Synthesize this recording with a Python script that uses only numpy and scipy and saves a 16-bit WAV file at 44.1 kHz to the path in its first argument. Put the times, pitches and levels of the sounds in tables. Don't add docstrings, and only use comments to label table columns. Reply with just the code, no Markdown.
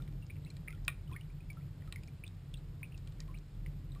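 import sys
import numpy as np
from scipy import signal
from scipy.fft import rfft, irfft, next_fast_len
from scipy.io import wavfile
from scipy.ndimage import map_coordinates

SR = 44100
rng = np.random.default_rng(int(sys.argv[2]) if len(sys.argv) > 2 else 0)


def wav_out(sig):
    wavfile.write(sys.argv[1], SR, np.round(np.clip(np.atleast_2d(sig).T, -1, 1) * 32767).astype(np.int16))


N = 176400


def amp(db):
    return 10 ** (np.asarray(db) / 20)


def unit(x):
    return x / np.sqrt(np.mean(x ** 2) + 1e-20)


def gain_at(points, hz):
    freqs, levels = np.transpose(points)
    return amp(np.interp(np.log(hz + 1), np.log(freqs + 1), levels))


def filtered(x, response):
    n = x.shape[-1]
    padded = next_fast_len(n + 8192)
    return irfft(rfft(x, padded) * response(np.fft.rfftfreq(padded, 1 / SR)), padded)[..., :n]


def add(track, start_s, sound):
    part = track[max(round(start_s * SR), 0):][:len(sound)]
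    part += sound[:len(part)]


# (frequency [Hz], side level compared with the middle [dB])
NOISE_WIDTH = [(30, -64), (90, -75.5), (180, -41.5), (350, -19), (700, -16), (1500, -13.5), (5000, -7.5)]

def room_noise(spectrum, db):
    middle, side = filtered(rng.standard_normal((2, N)), lambda hz: gain_at(spectrum, hz))
    side = filtered(side, lambda hz: gain_at(NOISE_WIDTH, hz))
    return amp(db) * unit(np.array([middle + side, middle - side]))


# (frequency [Hz], relative level [dB])
RUMBLE_COLOUR = [(12, -26), (22, -19), (31, -10), (41, 7.5), (50, -6.5), (62, -21.5), (76, -2), (84, -9),
                 (93, -0.5), (110, -9), (144, 0.5), (170, -9), (205, -22.5), (270, -23.5), (305, -21),
                 (340, -26.5), (600, -36), (1000, -46.5), (2000, -56)]
# (time [s], level [dB])
RUMBLE_LOUDNESS = [(0.0, -40), (0.03, -41), (0.28, -46.5), (0.36, -43), (1.08, -46.5), (1.12, -38),
                   (1.18, -47.5), (2.02, -43.5), (2.41, -49), (2.43, -46.5), (3.29, -44), (3.45, -48.5),
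                   (3.65, -43.5), (4.0, -44.5)]

def rumble():
    level_db = np.interp(np.arange(N) / SR, *np.transpose(RUMBLE_LOUDNESS))
    return room_noise(RUMBLE_COLOUR, level_db)


# (frequency [Hz], relative level [dB])
HISS_COLOUR = [(100, -1), (600, 3.5), (1200, 2.5), (2400, -0.5), (4000, -4), (5300, -8), (5900, -15.5),
               (6100, -66)]

def hiss():
    return room_noise(HISS_COLOUR, db=-70.5)


def in_room(x, echoes_db=-16.5, tail_db=-15, tail_fade_s=0.22):
    t = np.arange(SR // 4) / SR
    tail = rng.standard_normal(len(t)) * amp(-60 * t / tail_fade_s) * (1 - np.exp(-t / 0.002))
    tail = signal.lfilter(*signal.butter(2, 3570, fs=SR), tail / np.linalg.norm(tail))
    delays = (rng.uniform(0.002014, 0.022, size=9) * SR).astype(int)
    echoes = np.bincount(delays, rng.choice([-1, 1], size=9), len(t))
    room = amp(tail_db) * tail + amp(echoes_db) * echoes / np.linalg.norm(echoes)
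    room[0] += 1
    return signal.fftconvolve(x, room)


def wobble(t, points_per_s=217):
    return map_coordinates(rng.standard_normal(len(t) // 32), [t * points_per_s])


def plip(hz, db, fade_s, rise, max_glide=0.375, swell_cycles=1.01):
    t = np.arange(SR // 6) / SR
    glide = max_glide * np.tanh(rise * t / max_glide)
    pitch = hz * (1 + glide + 0.022 * wobble(t))
    swell = 1 - np.exp(-t * hz / swell_cycles)
    fade = amp(db - 60 * t / fade_s + 2 * wobble(t))
    return fade * swell * np.sin(2 * np.pi * np.cumsum(pitch) / SR)


def spray(drops_per_s=13):
    out = np.zeros(N)
    for when, height, strength, lift in rng.random((int(drops_per_s * N / SR), 4)):
        hz = 2720 * 2 ** (height - 0.5)
        db = -69 + 6 * (strength - 0.5)
        add(out, when * N / SR, plip(hz, db, fade_s=0.023, rise=20 * lift))
    return out


# (pitch [Hz], relative level [dB], fade time [s])
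BOWL_TONES = [(656, -16.5, 0.058), (1046, -11, 0.049), (1143, -8.5, 0.05), (1253, -12, .06),
              (1424, -10, 0.066), (1868, -4.5, 0.065), (2030, -14, 0.058), (2355, -1.5, 0.066),
              (2600, -3, 0.02), (3150, -4.5, 0.03), (3480, -8.5, 0.043), (3630, -20, 0.037),
              (4010, -11.5, 0.045)]

def bowl_ring(t):
    ring = np.zeros(len(t))
    for k, (hz, db, fade_s) in enumerate(BOWL_TONES):
        fade = amp(db + rng.standard_normal() - 60 * t / fade_s)
        ring += (-1) ** k * fade * np.sin(2 * np.pi * hz * t)
    return ring


# (time [s], tick level [dB], centre of the tick's noise [Hz])
DROP_HITS = [ (0.0217, -51, 3120), (0.0782, -56, 2470), (0.125, -59, 2980), (0.266, -51, 5900),
             (.3, -64, 3000), (0.503, -55, 4740), (.5673, -49.5, 3180), (.682, -56, 3000),
             (0.705, -54.5, 3800), (0.726, -55, 2800), (0.8494, -47, 5700), (0.8801, -23.5, 2280),
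             (1.114, -56.5, 2540), (1.1634, -58, 3470), (1.2103, -58, 4200), (1.503, -53.5, 5000),
             (1.53, -56, 5240), (1.569, -63, 2680), (1.8218, -60, 2300), (1.875, -57.5, 2500),
             (1.9239, -39, 2510), (1.959, -52, 3870), (2.035, -50.5, 4150), (2.075, -50.5, 5000),
             (2.264, -60, 5200), (2.277, -54, 4060), (2.539, -52, 4740), (2.977, -45, 5550),
             (3.074, -48.5, 3430), (3.123, -56, 3330), (3.2035, -40, 4480), (3.2785, -59, 2370),
             (3.386, -53, 5750), (3.662, -56, 2600), (3.667, -56, 5400), (3.9495, -55.5, 2320)]

def impacts(tick_octaves=0.94, tick_fade_s=0.013, heavy_drop_hz=2550):
    out, t = np.zeros(N), np.arange(SR // 8) / SR
    for start_s, db, hz in DROP_HITS:
        band = signal.butter(2, hz * 2 ** (np.array([-0.5, 0.5]) * tick_octaves), "band", fs=SR)
        tick = signal.lfilter(*band, rng.standard_normal(len(t))) * amp(-60 * t / tick_fade_s)
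        tick /= np.abs(tick).max()
        ring_db = -11.5 - 10 * np.log2(hz / heavy_drop_hz)
        hit = tick + amp(ring_db) * bowl_ring(t)
        add(out, start_s, in_room(amp(db) * hit))
    return out


# (time [s], starting pitch [Hz], level [dB], fade time [s], starting rise [share of pitch per s])
TRAPPED_BUBBLES = [ (.001, 1410, -54.5, 0.052, 0), (.022, 3320, -56, .02, 18),
                   (0.077, 2040, -45, 0.0072, 6), (.2243, 2750, -55, 0.039, -1),
                   (0.2992, 2284, -44.5, 0.023, 8), (.3042, 2380, -43.5, 0.029, 3.5),
                   (0.356, 2660, -62.5, .04, 1), (0.367, 2200, -44, 0.0054, 14),
                   (.449, 4024, -48, 0.011, 8), (0.4607, 2115, -55.5, 0.05, 20.5),
                   (0.4695, 2670, -55.5, 0.077, 0), (0.5026, 4150, -46.5, 0.017, -1),
                   (0.505, 2290, -56.5, 0.042, 7), (.677, 1880, -42, 0.041, 48.5),
                   (.6825, 2156, -30.5, 0.014, 55), (0.688, 1290, -58, .1, 0.5),
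                   (.7058, 2080, -46, 0.025, -1), (0.7163, 2370, -51, 0.02, 17), (0.727, 2300, -47, .01, 5),
                   (0.731, 1374, -56, 0.096, -0.5), (0.7487, 3180, -53.5, 0.014, 4),
                   (0.777, 1730, -56.5, 0.038, 12), (0.8807, 2345, -20, 0.014, 0),
                   (1.076, 3040, -60.5, 0.04, 3), (1.095, 1180, -61.5, 0.1, 4),
                   (1.1153, 1013, -52, 0.18, 3.7), (1.1267, 2470, -49, 0.057, -1.5),
                   (1.1336, 3370, -50, .024, 2), (1.1455, 1285, -52.5, 0.072, 24),
                   (1.16, 1794, -50.5, 0.13, 7.5), (1.1634, 2150, -37, 0.024, -0.5),
                   (1.2108, 2820, -48, 0.026, 11), (1.3, 2300, -60.5, 0.045, 8),
                   (1.4055, 2470, -57.5, 0.052, 2), (1.501, 2326, -42.5, 0.05, -1.5),
                   (1.5705, 1310, -51.5, 0.053, 1.5), (1.6084, 1865, -61.5, 0.076, 31),
                   (1.8216, 1970, -52, .014, -3), (1.8761, 1307, -54, 0.081, 0),
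                   (1.925, 3920, -37.5, 0.0087, 13), (1.9594, 2210, -38.5, .028, -11),
                   (2.034, 2530, -47, 0.016, 15), (2.0817, 2340, -52, 0.029, 0.5),
                   (2.2378, 2366, -41.5, 0.03, 26), (2.2654, 3370, -47.5, 0.027, 7.5),
                   (2.278, 3540, -42, .01, 32), (2.541, 3340, -34, 0.0064, 32),
                   (2.5435, 2770, -50, .033, -4.5), (2.5715, 3790, -56.5, 0.045, 12),
                   (2.586, 3020, -64, .03, 10), (2.8199, 1030, -64, 0.13, 1.5),
                   (2.8308, 2266, -37, 0.039, 17), (2.8525, 2366, -59.5, 0.11, 0),
                   (2.921, 2400, -52, 0.031, 55), (2.9443, 2780, -52, 0.034, -10),
                   (2.9766, 3850, -55, 0.018, -5), (3.1967, 1900, -50, 0.011, 0),
                   (3.2123, 1800, -62, 0.095, 13), (3.284, 1114, -55.5, 0.12, -3.5),
                   (3.298, 1092, -61, 0.24, 2), (3.343, 2114, -52.5, 0.08, 35.5),
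                   (3.373, 2420, -53, .019, 6), (3.375, 3780, -54, 0.018, 29),
                   (3.662, 2110, -39.5, 0.013, -10), (3.9195, 3830, -51.5, 0.023, -4),
                   (3.96, 1144, -53, 0.076, 0.5)]

def bubbles():
    out = np.zeros(N)
    for start_s, hz, db, fade_s, rise in TRAPPED_BUBBLES:
        add(out, start_s, in_room(plip(hz, db, fade_s, rise)))
    return out


def scene():
    return rumble() + hiss() + bubbles() + impacts() + spray()


def record(dry, hold_hz=12000, top_hz=15150):
    narrow = filtered(dry, lambda hz: 1 / np.sqrt(1 + (hz / (0.48 * hold_hz)) ** 60))
    mirrored = narrow * 2 * np.cos(2 * np.pi * hold_hz * np.arange(N) / SR)
    mirrored = filtered(mirrored, lambda hz: (hz - hold_hz) / np.maximum(hz, hold_hz / 2))
    return filtered(narrow + mirrored, lambda hz: 1 / np.sqrt(1 + (hz / top_hz) ** 120))


dry = scene()
out = record(dry)
wav_out(out)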